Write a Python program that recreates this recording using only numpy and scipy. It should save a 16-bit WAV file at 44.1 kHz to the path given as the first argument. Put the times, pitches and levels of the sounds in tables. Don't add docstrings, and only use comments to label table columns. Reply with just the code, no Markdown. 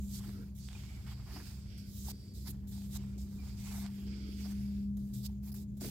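import sys
import numpy as np
from scipy import signal
from scipy.fft import rfft, irfft, next_fast_len
from scipy.io import wavfile
from scipy.ndimage import uniform_filter1d, map_coordinates

SR = 44100
rng = np.random.default_rng(int(sys.argv[2]) if len(sys.argv) > 2 else 0)


def digitize_waveform(pressure):
    field = np.atleast_2d(pressure).T
    bounded = np.clip(field, -1, 1)
    quanta = np.round(bounded * 32767).astype(np.int16)
    wavfile.write(sys.argv[1], SR, quanta)


N = 260322


def amp(db):
    return 10 ** (np.asarray(db) / 20)


def unit(x):
    return x / np.sqrt(np.mean(x ** 2) + 1e-20)


def along(points, hz):
    point_hz, values = np.transpose(points)
    return np.interp(np.log(hz + 1), np.log(point_hz + 1), values)


def curves(rows):
    time_s, *columns = np.transpose(sorted(map(tuple, rows)))
    return [np.interp(np.arange(N) / SR, time_s, column) for column in columns]


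def wobble(rate):
    knots = rng.standard_normal(int(N * rate / SR) + 4)
    return map_coordinates(knots, [np.arange(N) * rate / SR])


def filtered(x, response):
    length = next_fast_len(x.shape[-1] + 8192)
    spectrum = rfft(x, length) * response(np.fft.rfftfreq(length, 1 / SR))
    return irfft(spectrum, length)[..., :N]


def ports(three, spectrum, alike, lag_s):
    # hz, left_minus_right_db
    shadow = [(60, -5), (110, 4), (200, -4), (380, 3), (700, 0.5), (1290, 0), (2380, -4.0), (4400, -9.5),
              (8120, -4.5), (15000, -1.5)]
    side = np.array([[1], [-1]])

    def share(hz):
        return np.clip(along(alike, hz), 0, 1)

    def colour(hz):
        return amp(along(spectrum, hz) + side * along(shadow, hz) / 2)

    def shared_response(hz):
        lag = np.exp(1j * np.pi * side * hz * lag_s)
        return colour(hz) * np.sqrt(share(hz)) * lag

    both = filtered(three[[0, 0]], shared_response)
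    own = filtered(three[1:], lambda hz: colour(hz) * np.sqrt(1 - share(hz)))
    return unit(both + own)


def patchy(depth_db):
    z = signal.stft(rng.standard_normal((3, N)), nperseg=256)[2]

    def smooth(bins, frames):
        across_hz = uniform_filter1d(rng.standard_normal(z.shape[1:]), bins, 0)
        return unit(uniform_filter1d(across_hz, frames, 1))

    patches = smooth(4, 12)
    lasting_bands = smooth(2, 70)
    colour_shifts = smooth(10, 40)
    gain = amp(depth_db * (patches + 1.2 * lasting_bands + colour_shifts))
    return unit(signal.istft(z * gain, nperseg=256)[1][:, :N])


def crumbs(rate, spread_db):
    struck = rng.random(N) < rate / SR
    size = amp(spread_db * np.minimum(rng.exponential(size=N), 4))
    return unit(struck * size * rng.standard_normal((3, N)))


def shoves():
    # middle_s, length_s, peak_db
    swells = [(0.293, 0.086, -57), (0.404, 0.14, -57.5), (1.373, 0.3, -56), (2.104, 0.15, -56.5),
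              (2.38, 0.05, -59), (2.5, .08, -57), (2.996, 0.32, -62), (4.29, 0.044, -51), (5.855, .12, -46)]
    t = np.arange(N) / SR
    gain = np.zeros(N)
    for middle_s, length_s, peak_db in swells:
        phase = np.pi * np.clip((t - middle_s) / length_s, -.5, .5)
        gain += amp(peak_db) * np.cos(phase) ** 2
    return gain


def field():
    # hz, relative_db_per_hz
    rumble_spectrum = [(15, -77), (25, -32), (32, -32), (40, -12.5), (52, 0), (62, -3), (78, -6.5),
                       (97, 0.5), (110, -7.5), (127, 4), (145, -18), (165, -7), (185, -12), (215, -11.5),
                       (260, -29), (330, -120)]
    # hz, relative_db_per_hz
    upper_spectrum = [(170, -53), (215, -4.5), (260, -1), (320, -4), (370, -5), (430, -11), (520, -18.5),
                      (650, -41.5), (800, -49), (1100, -120)]
    # time_s, level_db
    upper_level = [(0.0, -64.5), (0.43, -62), (0.61, -66.5), (3.37, -61.5), (3.75, -66), (4.26, -57),
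                   (4.86, -63.5), (5.9, -64)]
    # hz, relative_db_per_hz
    hiss_spectrum = [(400, -20), (600, 0), (750, -12), (1300, -20), (3000, -26), (6700, -21), (8500, -27),
                     (15800, -27)]
    rumble = ports(rng.standard_normal((3, N)), rumble_spectrum, [(40, 0.96), (150, 1.0)], lag_s=0.00024)
    upper = ports(patchy(0.85), upper_spectrum, [(250, 0.87), (500, 0.86)], lag_s=0.000069)
    hiss = ports(patchy(0.78), hiss_spectrum, [(500, 0.24), (1500, 0.78), (5000, 0.18)], lag_s=.0001)
    rumble_gain = amp(-47.5 + 1.2 * wobble(4.7))
    upper_gain = np.hypot(amp(curves(upper_level)[0]), shoves())
    return rumble_gain * rumble + upper_gain * upper + amp(-77) * hiss


def engine():
    # time_s, pitch_hz, rms_level_db (before flutter and stereo balance)
    third_order = [(0.0, 202.3, -46), (0.06, 199.8, -42.5), (0.85, 199.9, -56.5), (1.44, 199.9, -55.5),
                   (2.14, 200.0, -49.5), (2.19, 200.0, -57), (2.76, 199.8, -44), (3.5, 199.9, -47.5),
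                   (3.84, 200.0, -41.5), (4.06, 200.0, -45), (4.09, 200.3, -41.5), (4.19, 201.5, -45.5),
                   (4.73, 201.3, -37.5), (5.01, 201.7, -38.5), (5.11, 202.5, -43), (5.9, 204.0, -46.5)]
    # time_s, rms_level_db (before flutter and stereo balance)
    first_order = [(0.0, -33), (0.05, -44.5), (0.38, -59), (0.49, -47), (1.18, -48), (1.25, -61),
                   (1.31, -52), (1.77, -48.5), (1.92, -61), (2.07, -40), (2.28, -70), (2.36, -46.5),
                   (3.12, -49.5), (3.24, -40), (3.32, -70), (3.4, -42), (3.68, -54), (3.75, -41),
                   (3.96, -62), (4.06, -45.5), (5.04, -46.5), (5.16, -56), (5.29, -44), (5.9, -55.5)]
    third_hz, third_db = curves(third_order)
    first_db, = curves(first_order)
    turn = 2 * np.pi * np.cumsum(third_hz / 3) / SR
    lead = np.array([[1], [-1]])
    first_gain = amp(first_db + 0.33 * wobble(12)) * amp(-.4 * lead)
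    first = first_gain * np.sin(turn + .5 * wobble(6.1) + 0.052 * lead)
    second_gain = amp(-63.5 + 4.7 * wobble(5.4))
    second = second_gain * np.sin(2 * turn + 1.2 * wobble(7) + 0.18 * lead)
    third_gain = amp(third_db + .7 * wobble(12)) * amp(.7 * lead)
    third = third_gain * np.sin(3 * turn + .15 * wobble(9) + .15 * lead)
    return np.sqrt(2) * (first + second + third)


def ticks():
    # start_s, crack_db and knock_db (before the lifts below), knock_hz, left_minus_right_db
    hits = [(0.2929, -42, -62, 700, -6), (0.6876, -44, -67, 939, -11), (0.7304, -44, -72, 1480, -8),
            (0.751, -63, -58, 900, -5), (0.8367, -46, -83, 674, -13), (2.0844, -46, -44, 840, -7),
            (2.1119, -52, -59, 710, -12), (2.2353, -68, -82, 665, -9.5), (2.264, -66, -80, 673, -10),
            (2.4793, -52, -62, 870, 9), (2.7789, -63, -61, 846, -9), (2.8194, -50.5, -66, 840, -7.0),
            (3.182, -70, -60, 715, -2), (3.8642, -42, -72, 800, -13), (4.4584, -57, -51.5, 740, -6),
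            (4.971, -81, -70, 690, -7), (5.2965, -70, -61, 830, 3), (5.519, -68, -69, 700, 16),
            (5.773, -76, -64, 610, 8), (5.8167, -58, -46.5, 645, 4), (5.8476, -40, -44, 656, 4),
            (5.8874, -43, -60, 830, 13)]
    crack_lift_db, knock_lift_db = 4, 6.0
    out = np.zeros((2, N + SR))
    t = np.arange(SR // 40) / SR

    def bright(hz):
        highpass = 1j * hz / (900 + 1j * hz)
        return highpass / (1 + 1j * hz / 5500) ** 3

    for start_s, crack_db, knock_db, knock_hz, pan_db in hits:
        noise = rng.standard_normal((3, len(t)))
        noise[0, 0] = 5
        crack = filtered(noise[0] + 0.3 * noise[1:], bright)[:, :len(t)]
        crack = amp(crack_db + crack_lift_db) * crack * amp(-60 * t / .006)
        ring = np.sin(2 * np.pi * knock_hz * t)
        swell_and_decay = amp(-60 * t / 0.02) * (1 - np.exp(-t / 0.00084))
        knock = amp(knock_db + knock_lift_db) * ring * swell_and_decay
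        start = round(start_s * SR)
        pan = amp(np.array([[.5], [-.5]]) * pan_db)
        out[:, start:start + len(t)] += pan * (crack + knock)
    return out[:, :N]


def whistles():
    # start_s, end_s, start_hz, end_hz, width_hz, level_db (of the random part), left_minus_right_db
    glides = [(0.328, 0.424, 1295, 1430, 202, -70.5, -8), (0.405, 0.45, 1475, 1510, 300, -67, -8),
              (0.749, 0.772, 2480, 2400, 120, -61, -6), (1.732, 1.778, 705, 700, 59.5, -75, 4),
              (1.988, 2.412, 4850, 4580, 259, -69.5, 0), (2.142, 2.34, 5450, 5430, 253, -72.5, 1),
              (2.88, 3.297, 2260, 2310, 347, -81.5, -9), (3.062, 3.15, 1350, 1420, 201, -76, -6),
              (4.926, 4.96, 6840, 6800, 200, -87, -10), (5.298, 5.4, 6800, 6660, 300, -81, 1),
              (5.674, 5.717, 6700, 6700, 300, -80, -4), (3.382, 3.433, 2440, 2265, 25, -74, -12),
              (3.565, 3.896, 2180, 2160, 442, -66.5, 2), (4.073, 4.34, 1355, 1397, 395, -78, -15),
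              (4.092, 4.356, 2350, 2163, 501, -79, -24)]
    out = np.zeros((2, N))
    for start_s, end_s, start_hz, end_hz, width_hz, level_db, pan_db in glides:
        start, n = round(start_s * SR), round((end_s - start_s) * SR)
        knots = rng.standard_normal((2, 600))
        re, im = (map_coordinates(k, [np.arange(n) * width_hz / SR]) for k in knots)
        re = re + 40 / width_hz
        turn = 2 * np.pi * np.cumsum(np.linspace(start_hz, end_hz, n)) / SR
        turn = turn + np.array([[0], [1.5]])
        tone = re * np.cos(turn) + im * np.sin(turn)
        gain = amp(level_db + np.array([[.5], [-.5]]) * pan_db)
        out[:, start:start + n] += gain * signal.windows.tukey(n, .3) * tone
    return out


def strokes():
    # grit_db, dust_db, sleeve_db, clods_db, glove_db
    moves = [ (0.0, 0.026, 0.12, 2, -4.5, -64.5, -64.5, -80, -89, -92),
             (0.08, 0.067, 0.046, 20, 3.5, -50.5, -50.5, -55.5, -80, -71),
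             (0.19, 0.069, 0.23, 4.5, 12.5, -63.5, -61, -63.5, -65.5, -65),
             (0.552, 0.035, 0.028, 7, 8, -62, -59.5, -84, -85, -94),
             (0.6, 0.048, 0.044, 3, 0, -60.5, -65, -63.5, -82, -78),
             (0.7, 0.07, .29, 3, 5.5, -63.5, -66.5, -63.5, -68.5, -64),
             (1.069, 0.043, 0.027, 3, 3.5, -61.5, -64, -63.5, -61, -58.5),
             (1.14, 0.086, 0.11, -0.5, -0.5, -71.5, -72, -67.5, -73.5, -69.5),
             (1.27, 0.093, 0.061, 12, 4.5, -60, -59.5, -56.5, -57, -60.5),
             (1.43, 0.045, 0.16, 4.5, 16, -58.5, -58.5, -57.5, -65.5, -61),
             (1.55, 0.18, 0.17, 8, 4.5, -71, -74, -63, -84, -67),
             (1.777, .007, 0.045, 2, 10, -63.5, -62, -62, -86, -73),
             (1.85, .13, 0.076, 13.5, 1, -56.5, -54.5, -66, -96, -84),
             (2.05, 0.053, 0.014, 12.5, 3.5, -49, -45.5, -52.5, -56.5, -68),
             (2.12, 0.12, .105, 1, 6, -70, -71.5, -68.5, -79.5, -75),
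             (2.338, .017, 0.15, 5, 1.5, -62.5, -62, -65.5, -87, -86),
             (2.45, .03, 0.018, 19, 10.5, -52, -48, -51.5, -56.5, -63),
             (2.485, 0.023, 0.01, 12, 11, -55, -44, -72, -71, -74),
             (2.52, 0.036, 0.12, -1, 8, -77, -76, -77.5, -76.5, -78),
             (2.672, 0.0076, 0.047, 4, 3, -63.5, -59, -78, -86, -91),
             (2.715, 0.023, .13, 4, 5, -60, -60, -65.5, -74.5, -71.5),
             (2.881, 0.085, 0.009, 19.5, 3, -49, -48.5, -57.5, -60.5, -64.5),
             (2.98, 0.072, 0.12, 0, 5, -69.5, -70.5, -70, -73, -71.5),
             (3.18, 0.011, 0.029, -2, -1, -63, -64.5, -68, -82, -86),
             (3.205, 0.024, .05, 7, 11, -63.5, -63, -68, -77, -82),
             (3.26, 0.068, 0.062, 7, 2, -65, -66, -70.5, -74, -77),
             (3.4, 0.096, 0.077, 5, 9, -63, -64, -63, -68.5, -65),
             (3.575, 0.1, 0.053, 7.5, 3.5, -55.5, -56.5, -60.5, -65, -62.5),
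             (3.72, 0.062, 0.048, 2.5, 3, -54, -53.5, -65, -63, -67),
             (3.8, 0.045, 0.037, 14, 4, -60, -67, -60, -62, -66),
             (3.86, 0.099, 0.12, 4.5, 3, -67.5, -66, -68, -72.5, -67.5),
             (4.07, 0.052, 0.236, 4, 2.5, -68, -73, -61, -79.5, -65),
             (4.26, 0.051, 0.044, 4.5, -0.5, -72, -66, -76, -85, -76),
             (4.36, 0.047, 0.046, 8.5, 5, -59.5, -57.5, -58.5, -72.5, -61.5),
             (4.43, 0.019, 0.022, 6, 3, -77, -74, -58.5, -59, -72),
             (4.454, 0.064, 0.015, 2, 6, -59.5, -58, -62, -68, -64),
             (4.52, .08, .24, 2, 8, -66, -65, -65, -76, -67),
             (4.99, 0.034, .11, -0.5, 1.5, -73.5, -69.5, -77.5, -84, -88),
             (4.97, 0.0053, 0.01, -2, 8, -65.5, -60, -88, -76, -82),
             (5.138, 0.029, 0.057, -0.5, 6, -58, -57, -64, -95, -87),
             (5.23, .035, .013, 14.5, 19, -47, -45.5, -47.5, -66.5, -70),
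             (5.284, 0.01, 0.079, -2, 11, -76, -69.5, -75.5, -77, -77),
             (5.434, 0.05, 0.023, 6, 4, -65, -56, -68.5, -72, -75.5),
             (5.518, 0.011, 0.0069, 0, 13, -66, -53, -64.5, -74, -87),
             (5.541, .004, 0.0099, 3, 11.5, -65, -51, -64, -68, -80),
             (5.55, 0.015, 0.068, 1, 6, -61.5, -57, -66.5, -76.5, -77),
             (5.769, 0.0045, 0.021, 9, 7, -68.5, -60.5, -92, -88, -98),
             (5.81, 0.05, 0.053, 3.5, 8, -49.5, -47, -54, -60.5, -55.5), ]
    # grit_db, dust_db, sleeve_db, clods_db, glove_db
    rest_db = [-86, -83, -92, -93, -90]
    touch_share, lift_share = .3, .45
    edge_db = 25
    t = np.arange(N) / SR
    power = np.outer(amp(rest_db) ** 2, np.ones(N))
    for start_s, rise_s, fall_s, entry_db, exit_db, *peak_db in moves:
        touch_s, lift_s = touch_share * rise_s, lift_share * fall_s
        times = np.cumsum([start_s - touch_s, touch_s, rise_s, fall_s, lift_s])
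        span = slice(*np.searchsorted(t, times[[0, -1]]))
        levels_db = [-entry_db - edge_db, -entry_db, 0, -exit_db, -exit_db - edge_db]
        shape_db = np.interp(t[span], times, levels_db)
        power[:, span] += amp(np.add.outer(peak_db, shape_db)) ** 2
    return np.sqrt(power)


def hand():
    # hz, relative_db_per_hz
    grit_spectrum = [(1470, -15.5), (2500, -12), (2760, -11.5), (3240, -7), (3920, -1.5), (4630, -11),
                     (5140, -4.5), (7070, 0), (8600, -1.5), (9100, -4), (12100, -40), (20500, -120)]
    # hz, relative_db_per_hz
    dust_spectrum = [(5470, -18), (8600, -5), (9700, -1.5), (10500, 1.5), (11800, 6), (13000, 5),
                     (14900, 3.5), (16000, 0)]
    # hz, relative_db_per_hz
    sleeve_spectrum = [(1500, -120), (2500, -40), (3400, -16), (4100, -11), (4400, -3), (4900, 0),
                       (5300, -5), (5700, -4), (6050, -30), (6500, -17), (8000, -40), (12000, -120)]
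    # hz, relative_db_per_hz
    clods_spectrum = [(250, -8), (400, -8.5), (520, -16), (670, 0.5), (850, 0.5), (1100, -1.5),
                      (1400, -4.5), (1800, -5.5), (2600, -15), (4000, -120)]
    # hz, relative_db_per_hz
    glove_spectrum = [(500, -120), (900, -57), (1400, -9), (1800, -12), (2300, -6), (2800, -9), (3400, -9),
                      (4200, -18.5), (6000, -82), (9000, -120)]
    grit_gain, dust_gain, sleeve_gain, clods_gain, glove_gain = strokes()
    grit_grains = patchy(1.5) + 0.6 * crumbs(3000, 2.3)
    dust_grains = patchy(1.3) + 0.4 * crumbs(3500, 3)
    clod_grains = patchy(1.26) + 0.33 * crumbs(300, 2.0)
    glove_grains = patchy(1.6) + 0.4 * crumbs(820, 1.5)
    grit = ports(grit_grains, grit_spectrum, [(2000, 0.19), (9000, 0.16)], lag_s=-0.000266)
    dust = ports(dust_grains, dust_spectrum, [(9000, 0.2)], lag_s=-0.000279)
    sleeve = ports(patchy(0.83), sleeve_spectrum, [(2000, 0.09), (6000, 0.15)], lag_s=-0.00031)
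    clods = ports(clod_grains, clods_spectrum, [(400, 0.44), (1500, 0.97)], lag_s=-0.000066)
    glove = ports(glove_grains, glove_spectrum, [(1500, 0.077), (4000, 0.6)], lag_s=-0.00034)
    crumbling = amp(2.7 * wobble(70))
    soil = grit_gain * grit + dust_gain * dust + clods_gain * crumbling * clods + glove_gain * glove
    slips = amp(0.6 * wobble(45))
    return slips * soil + sleeve_gain * sleeve


def scene():
    return field() + engine() + ticks() + whistles() + hand()


def record(dry):
    return filtered(dry, lambda hz: hz < 15850)


dry = scene()
out = record(dry)
digitize_waveform(out)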